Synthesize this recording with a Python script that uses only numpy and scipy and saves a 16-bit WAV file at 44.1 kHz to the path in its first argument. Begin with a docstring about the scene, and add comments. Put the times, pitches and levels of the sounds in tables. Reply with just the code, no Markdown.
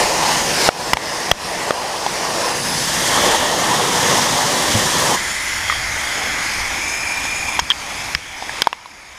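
"""A pressure wand rinses a bicycle in a wash bay, close to a camera in a waterproof case on the handlebar.
First the jet, as turbulent noise, hisses and roars on the frame, then hisses and drums more on the wheel.
Knocks, as decaying modes, overload the microphone; its gain ducks and creeps back, over a low rumble.
When the trigger is let go, a soft mist with narrow rings, a hollow gliding note and drop ticks is left.
More knocks follow; at the end the camera is swung away, which shades the water and the rumble."""
import sys
import numpy as np
from scipy import signal
from scipy.fft import rfft, irfft
from scipy.io import wavfile
from scipy.ndimage import uniform_filter1d, minimum_filter1d

SR = 44100
rng = np.random.default_rng(int(sys.argv[2]) if len(sys.argv) > 2 else 0)


def master_out(mix):
    """Clip the mix to full scale and print it as 16-bit PCM to the path in sys.argv[1]."""
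    frames = np.transpose(np.atleast_2d(mix))
    ceiling = np.clip(frames, -1, 1)
    pcm = np.round(ceiling * 32767).astype(np.int16)
    wavfile.write(sys.argv[1], SR, pcm)


N = 404838
TIME = np.arange(N) / SR
FREQ = np.fft.rfftfreq(N, 1 / SR)

# A swell's length, in every table, is the span between the points where it has fallen to 1/e.
# jet as the wand moves from the frame, past a gap, to the wheel, before its swells:
# (time [s], hiss level [dB], brightness [dB per octave], roar level [dB])
JET_SWEEP = [(0.1, -21, -0.2, -21), (0.5, -20.5, 0.5, -25), (0.8, -19.5, -0.1, -19.5),
             (2.48, -20.5, -0.5, -19.5), (2.62, -24, 1, -28), (3.0, -19.5, 1.1, -27.5),
             (3.5, -21, -0.3, -22.5), (4.55, -18.5, 0.1, -23.5), (5.1, -18, 0.7, -23)]
# swells of the jet, in roar, hiss and drumming; the one at 2.7 s only drums and hisses:
# (time [s], length [s], rise of roar [dB], rise of hiss [dB], rise of drumming [dB])
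JET_SWELLS = [(0.0, 0.11, 1, 2.5, 2), (0.295, 0.16, 2, 3, -0.5), (0.674, 0.16, 5.5, 3, 1),
              (2.705, 0.32, 0, 1, 3), (3.23, 0.34, 10, 3, 0.5), (3.717, 0.19, 3, 1.5, 3.5),
              (4.1, 0.34, 3.5, 2.5, 3), (5.123, .1, 2.5, -0.5, 4)]
# power spectra of the jet's hiss on frame and wheel, its roar and its drumming:
# (frequency [Hz], density [dB per Hz])
FRAME_HISS_SPECTRUM = [(900, -28), (1400, -1.5), (1800, 3.5), (2300, -2), (2900, -1.5), (3700, -4),
                       (5100, 0), (6300, -3), (7500, -7), (10200, -9), (11200, -16), (12600, -18),
                       (15000, -22)]
WHEEL_HISS_SPECTRUM = [(900, 3), (1400, -2.5), (1800, 4), (2550, -5), (3250, 1), (4200, -3.5), (5100, -1.5),
                       (6500, -1), (7400, -5), (10200, -9), (11200, -14), (12600, -16), (15000, -22)]
ROAR_SPECTRUM = [(200, -28), (330, -4), (420, -1), (550, 2.1), (670, 1.5), (880, 3.5), (1080, 1),
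                 (1350, -9.5), (2000, -39)]
DRUM_SPECTRUM = [(60, -14), (95, -10), (130, 3), (220, 1.5), (320, -1.5), (500, -11), (1000, -40)]
# bands that swell in the hiss as the fan of water sweeps over tubes and spokes:
# (time [s], length [s], frequency [Hz], width [Hz], level [dB])
SINGING_BANDS = [(.35, 0.35, 6400, 900, -27.5), (.64, 0.31, 5110, 500, -25), (1.09, 0.17, 5060, 450, -24),
                 (2.75, 0.24, 5060, 330, -28), (2.694, 0.4, 10200, 445, -34), (3.25, 0.64, 3260, 450, -29),
                 (3.253, .5, 1767, 350, -28), (4.1, 0.26, 6370, 550, -29), (4.2, 0.15, 5450, 400, -27)]
# low air noise of the bay: (time [s], level [dB])
RUMBLE_LEVEL = [(0.6, -40), (2.2, -43.5), (3.1, -40), (4.4, -43), (5.8, -39), (8.5, -39)]
# power spectra of the rumble and of the puffs: (frequency [Hz], density [dB per Hz])
RUMBLE_SPECTRUM = [(20, -7), (38, 3), (60, 3), (85, 5), (130, -15.5), (250, -7.5)]
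PUFF_SPECTRUM = [(22, -4), (40, 2), (60, -8), (90, -22)]
# puffs of air that buffet the case: (time [s], length [s], level [dB])
AIR_PUFFS = [(5.88, .3, -37), (6.62, .16, -34.5)]
# knocks on the camera and the bicycle: (time [s], level [dB], main ring [Hz], t60 [s],
# second ring [Hz], its relative level [dB], relative level of the case's clack [dB])
KNOCK_EVENTS = [ (0.6889, 29.5, 720, 0.0082, 1310, -4, -14.5), (0.9332, 27, 1015, 0.0093, 1970, -3, -7),
                (0.97, 10, 870, 0.013, 2200, -6, -5), (1.3139, 28, 685, 0.0093, 2940, -6.5, -4.5),
                (1.7072, 13.5, 590, 0.011, 1190, -2, -11.5), (2.0635, 1.5, 816, 0.033, 950, -6, -8),
                (5.6986, -1.5, 1230, 0.016, 2020, -3, -18), (5.7050, -12, 1240, .018, 1890, 3, -14),
                (5.7240, -6, 1140, 0.017, 1900, -4, -17), (7.2530, -12, 839, 0.011, 1713, 0, -6),
                (7.5915, 8, 970, 0.016, 1500, -6, -3.5), (7.5959, -5, 5440, 0.029, 6570, 0, 8),
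                (7.702, 7.5, 3300, 0.027, 990, -13, -5.5), (7.709, 7, 3190, 0.015, 1800, -11, -16),
                (7.717, 6, 3170, 0.013, 1770, -7, -18), (8.1492, 7.5, 5100, 0.011, 1610, -5, 2.5),
                (8.424, -4, 834, .013, 1700, -12, -14), (8.4942, -8.5, 860, 0.015, 1680, 4.5, -6),
                (8.6198, 20, 3520, 0.0055, 4960, -1.5, -7.5), (8.642, -11, 3520, .02, 4800, -2, -2),
                (8.6712, 23.5, 920, 0.011, 1940, -26, -15), (8.7290, 4.5, 1030, 0.01, 2730, -4, -8.5),
                (8.8580, -13, 996, 0.019, 3980, -14, -14), ]
# dull thumps through the handlebar: (time [s], level [dB], frequency [Hz], t60 [s])
THUMP_EVENTS = [(0.933, 1.5, 65, 0.06), (1.316, 7.5, 62, 0.035), (4.746, -8, 107.4, 0.14),
                (7.619, -14, 70, 0.074), (8.1507, -8, 70.5, 0.057)]
# modes of the waterproof case: (frequency [Hz], level [dB], t60 [s])
CASE_MODES = [(123, -27, 0.023), (1206, -9, 0.012), (1415, -9.5, 0.015), (1860, 0, 0.0058),
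              (2270, -12, 0.023), (2690, -5, 0.0046), (3290, -3, 0.011), (4140, -7, 0.0046),
              (5100, -5, 0.005), (5700, -4, 0.004), (6850, -8, 0.0029), (8400, -14, 0.0066),
              (10160, -22, 0.0053), (12400, -22, .006)]
# idle mist before its trims: (time [s], hiss level [dB], splatter level [dB])
MIST_LEVEL = [(5.35, -24.5, -34), (5.8, -26, -30), (6.55, -25.5, -27), (7.05, -28.5, -31),
              (7.55, -29.5, -29), (7.95, -25, -26), (8.3, -28.5, -31.5), (8.6, -26, -26)]
# power spectra of the mist's hiss and splatter: (frequency [Hz], density [dB per Hz])
MIST_HISS_SPECTRUM = [(1500, -19), (2400, 2), (2800, -4), (3350, 3), (4000, -4.5), (5200, 1), (6600, -4),
                      (8000, -9.5), (10300, -8.5), (11600, -13.5), (13000, -24), (15000, -18)]
SPLATTER_SPECTRUM = [(90, -1), (200, -6), (300, -1.5), (420, -8), (620, -2.5), (850, 3), (1100, 0),
                     (1350, -3.5), (1700, -12), (2000, -13.5), (2700, -32), (5000, -31)]
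# narrow resonances in the mist:
# (resting pitch [Hz], pitch under pressure [Hz], width [Hz], level relative to the hiss before focus [dB])
MIST_RESONANCES = [(5210, 5420, 83, -14), (6600, 7050, 540, -8.5), (7800, 7750, 110, -20.5),
                   (8900, 8920, 140, -17.5), (10260, 10750, 150, -21), (12650, 12700, 200, -25)]
# hollow note of the idling nozzle: (time [s], pitch [Hz], level before its trim [dB], focus [0-1])
HOLLOW_NOTE = [(5.3, 2033, -26, 0.18), (6.0, 2130, -25, 0.09), (6.45, 2178, -24, 0.06),
               (6.76, 2240, -25, 0.2), (6.82, 2365, -23.5, .45), (7.5, 2410, -24, 0.67),
               (7.7, 2342, -29.5, 0.07), (8.7, 2262, -27.5, 0)]

DRUM_DB = -11  # drumming relative to the hiss, before the swells
THUMP_OCTAVE_DB, THUMP_CLACK_DB = -5, -27  # a thump also rings an octave up and barely stirs the case
RELEASE_S, CLOSING_S = 5.16, 0.0033  # the trigger valve shuts; time constant of its closing
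BLEED_S = 0.62  # the hose's spare pressure is down to 1/e this long after the valve shuts
RINGING_DB, RINGING_FOCUS_DB = -3.5, 14.5  # trim of the mist's rings, and their rise at full focus
DROPS_PER_S, DROPS_DB = 200, -11.5  # ticking drops; trim within the splatter
TURN_S, TURNING_S, SHADE_DB = 8.7, 0.059, -11.5  # the swinging camera shades its microphone
BAND_LIMIT_HZ = 15500


def amp(db):
    """Decibel law: twenty decibels make a tenfold amplitude."""
    return 10 ** (np.asarray(db) / 20)


def evened(x):
    """Normalization to unit root mean square."""
    return x / np.sqrt(np.mean(x ** 2) + 1e-20)


def curves(rows):
    """Linear interpolation in time of each column of a table."""
    s, *columns = np.transpose(rows)
    return [np.interp(TIME, s, c) for c in columns]


def swell(s, length):
    """Gaussian envelope: a smooth rise and fall around the time s."""
    return np.exp(-(2 * (TIME - s) / length) ** 2)


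def drift(per_s):
    """Low-passed random fluctuation of unit size, with its corner at per_s hertz."""
    spectrum = rfft(rng.standard_normal(N))
    return evened(irfft(spectrum / (1 + (FREQ / per_s) ** 4), N))


def noise(spectrum, patchy_db, tilt_db=0):
    """Turbulent noise by spectral shaping, with passing patches and a tilt per octave that may move."""
    hz, t, z = signal.stft(rng.standard_normal(N), SR, nperseg=1024, noverlap=768)
    f, level = np.transpose(spectrum)
    octave = np.log2(hz + 1)
    shape = np.interp(octave, np.log2(f), level, left=level[0] - 22, right=level[-1] - 44)
    tilt = np.interp(t, TIME, tilt_db * np.ones(N))
    field = amp(shape[:, None] + np.maximum(octave, np.log2(f[0]))[:, None] * tilt)
    steady = field / np.linalg.norm(field, axis=0)  # the tilt leaves the power unchanged
    patches = uniform_filter1d(rng.standard_normal(z.shape), size=9, axis=0)
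    patches = evened(uniform_filter1d(patches, size=22, axis=1))
    z *= steady * amp(patchy_db * patches)
    return evened(signal.istft(z, nperseg=1024, noverlap=768)[1][:N])


def whistle(hz, width):
    """Resonance driven by noise: a double pole whose centre follows the curve hz."""
    r = np.exp(-np.pi * width * np.sqrt(2) / SR)
    driving = rng.standard_normal(N) + 1j * rng.standard_normal(N)
    fuzz = signal.lfilter([1], [1, -2 * r, r * r], driving)
    phase = 2 * np.pi * np.cumsum(hz * np.ones(N)) / SR
    return evened((fuzz * np.exp(1j * phase)).real)


def jet():
    """Turbulence and impact noise: the nozzle hisses, the water roars on tubes and drums on the tyre."""
    hiss_db, bright_db, roar_db = curves(JET_SWEEP)
    rises = sum(np.outer(rises_db, swell(s, length)) for s, length, *rises_db in JET_SWELLS)
    roar_rise, hiss_rise, drum_rise = rises
    hiss_db, roar_db = hiss_db + hiss_rise, roar_db + roar_rise
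    drum_db = hiss_db + DRUM_DB + drum_rise

    aim = np.interp(TIME, [2.55, 3.0], [0, np.pi / 2])  # the wand swings from the frame down to the wheel
    on_frame = noise(FRAME_HISS_SPECTRUM, patchy_db=1.5, tilt_db=bright_db)
    on_wheel = noise(WHEEL_HISS_SPECTRUM, patchy_db=0.7, tilt_db=bright_db)
    hiss = np.cos(aim) * on_frame + np.sin(aim) * on_wheel
    hiss *= amp(hiss_db + 0.57 * drift(per_s=31))

    # the roar is thinner on the wheel and fuller where it swells
    roar_tilt_db = 1.0 * np.sin(aim) - 0.23 * roar_rise
    roar = amp(roar_db + 0.75 * drift(per_s=50)) * noise(ROAR_SPECTRUM, patchy_db=1.9, tilt_db=roar_tilt_db)
    # the louder the roar, the higher the drumming
    drum_tilt_db = 0.29 * (roar_db + 25.5)
    drum = amp(drum_db + 0.9 * drift(per_s=6)) * noise(DRUM_SPECTRUM, patchy_db=1.4, tilt_db=drum_tilt_db)
    singing = sum(amp(db) * swell(s, length) * whistle(hz, width)
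                  for s, length, hz, width, db in SINGING_BANDS)
    return hiss + roar + drum + singing


def bay(x, t60, top_hz):
    """Diffuse reverberation: hard walls return an exponentially decaying tail that has lost its top."""
    t = np.arange(SR) / SR
    tail = rng.standard_normal(SR) * amp(-60 * t / t60) * (t > .006)
    tail = signal.sosfilt(signal.butter(2, min(top_hz, SR / 3), fs=SR, output="sos"), tail)
    return signal.fftconvolve(x, tail / np.linalg.norm(tail))[:N]


def rumble():
    """Low-frequency flow noise: unsteady air fills the bay, and two deeper puffs buffet the case."""
    level_db, = curves(RUMBLE_LEVEL)
    air = amp(level_db + 1.7 * drift(per_s=2.3)) * noise(RUMBLE_SPECTRUM, patchy_db=0.0)
    puffs = sum(amp(db) * swell(s, length) for s, length, db in AIR_PUFFS)
    return air + puffs * noise(PUFF_SPECTRUM, patchy_db=0.5)


def add(mix, s, sound):
    """Superposition: a sound is summed into the mix from the time s."""
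    part = mix[round(s * SR):][:len(sound)]
    part += sound[:len(part)]


def knocks():
    """Modal excitation: a blow rings two modes of the spot and, by brief gritty contact, the whole case."""
    out, t = np.zeros(N), np.arange(SR // 5) / SR
    case = sum((-1) ** k * amp(db - 60 * t / t60) * np.sin(2 * np.pi * hz * t)
               for k, (hz, db, t60) in enumerate(CASE_MODES))
    thumps = [(s, db, hz, t60, 2 * hz, THUMP_OCTAVE_DB, THUMP_CLACK_DB) for s, db, hz, t60 in THUMP_EVENTS]
    for s, db, hz, t60, second_hz, second_db, clack_db in KNOCK_EVENTS + thumps:
        swing = amp(-60 * t / t60) * (1 - np.exp(-50 * t / t60))  # long rings also build up more slowly
        ring = swing * (np.sin(2 * np.pi * hz * t) + amp(second_db) * np.sin(2 * np.pi * second_hz * t))
        # little is radiated below the main ring
        ring = signal.sosfilt(signal.butter(1, hz / 4, "high", fs=SR, output="sos"), ring)
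        contact = 0.35 * rng.standard_normal(len(t)) * np.exp(-t / .002)
        contact[0] = 1
        clack = signal.fftconvolve(contact, case)[:len(t)]
        add(out, s, amp(db) * (ring + amp(clack_db) * clack / abs(clack).max()))
    return out


def drops():
    """Random impulses on damped resonances: scattered drops of all sizes, each a tick of a few cycles."""
    out, t, count = np.zeros(N), np.arange(SR // 100) / SR, 12
    for hz in np.geomspace(1400, 7000, count):
        falls = rng.random(N) < DROPS_PER_S / count / SR
        size = amp(3.4 * np.minimum(rng.exponential(1, N), 3)) * falls
        tick = np.sin(2 * np.pi * hz * t) * np.exp(-hz * t / 1.4)
        out += signal.oaconvolve(size, tick)[:N]
    return evened(out)


def mist():
    """Low-pressure flow noise with resonances: soft hiss, rings, a hollow note and splatter on the floor."""
    hiss_db, splatter_db = curves(MIST_LEVEL)
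    note_hz, note_db, focus = curves(HOLLOW_NOTE)
    pressure = np.exp(-(np.maximum(TIME - RELEASE_S, 0) / BLEED_S) ** 2)
    ringing_db = RINGING_DB + RINGING_FOCUS_DB * focus
    # the microphone turns away from the nozzle (dB per octave)
    dulling_db = np.interp(TIME, [7.5, 8.8], [0, -1.7])
    hiss = amp(-1.2) * noise(MIST_HISS_SPECTRUM, patchy_db=2.2, tilt_db=dulling_db)

    # the rings settle to their resting pitch as the hose loses its pressure
    rings = np.zeros(N)
    for hz, high_hz, width, db in MIST_RESONANCES:
        ring_level = amp(db + ringing_db + 1.6 * drift(per_s=6.5))
        ring_hz = hz + (high_hz - hz) * pressure + 38 * drift(per_s=5)
        rings += ring_level * whistle(ring_hz, width)

    # the note is a broad band with a lower shoulder, or narrows to a whistle
    focus = np.clip(focus, 0, 1)
    broad = whistle(note_hz * .975, width=400) + amp(-2.5) * whistle(note_hz * .77, width=570)
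    narrow = whistle(note_hz + 12 * drift(per_s=13.7), width=57)
    note = np.sqrt(1 - focus) * broad + np.sqrt(focus) * narrow

    splatter = amp(-1.67) * noise(SPLATTER_SPECTRUM, patchy_db=1.5) + amp(DROPS_DB) * drops()
    splatter *= amp(splatter_db + .5 * drift(per_s=40))
    return amp(hiss_db + 0.6 * drift(per_s=49)) * (hiss + rings) + amp(note_db - 1.13) * note + splatter


def scene():
    """Superposition of airborne and structure-borne paths: jet, then mist; knocks mostly through the case."""
    valve = .5 - .5 * np.tanh((TIME - RELEASE_S) / CLOSING_S)  # 1 open, 0 shut
    water, blows = valve * jet(), knocks()
    wet = amp(-17.0) * bay(water, t60=1.0, top_hz=3200) + amp(-41) * bay(blows, t60=0.97, top_hz=4000)
    turned = .5 + .5 * np.tanh((TIME - TURN_S) / TURNING_S)
    airborne = water + np.sqrt(1 - valve) * mist() + rumble()
    mono = amp(SHADE_DB * turned) * airborne + blows + wet
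    return np.array([mono, mono])


def limiter(x, threshold_db, slope, deepest_db, recovery_db_per_s):
    """Dynamic compression: gain falls just ahead of each peak and comes back at a steady rate."""
    peak_db = 20 * np.log10(abs(x).max(0) + 1e-9)
    ahead = -minimum_filter1d(-peak_db, size=300)
    over_db = np.clip(slope * (ahead - threshold_db), 0, deepest_db)
    fall = TIME * recovery_db_per_s
    held_db = np.maximum.accumulate(over_db + fall) - fall
    return x * amp(-uniform_filter1d(held_db, size=60))


def record(dry):
    """Compression and saturation: slow gain control, quick limiter, overload of the rest, band limit."""
    levelled = limiter(dry, threshold_db=0.1, slope=0.89, deepest_db=8.5, recovery_db_per_s=9.0)
    limited = limiter(levelled, threshold_db=-1.0, slope=0.5, deepest_db=18, recovery_db_per_s=83)
    overloaded = np.clip(limited, -1, 1)
    low_pass = signal.firwin(511, BAND_LIMIT_HZ, window=("kaiser", 9), fs=SR)
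    return signal.oaconvolve(overloaded, low_pass[None], "same")


dry = scene()
out = record(dry)
master_out(out)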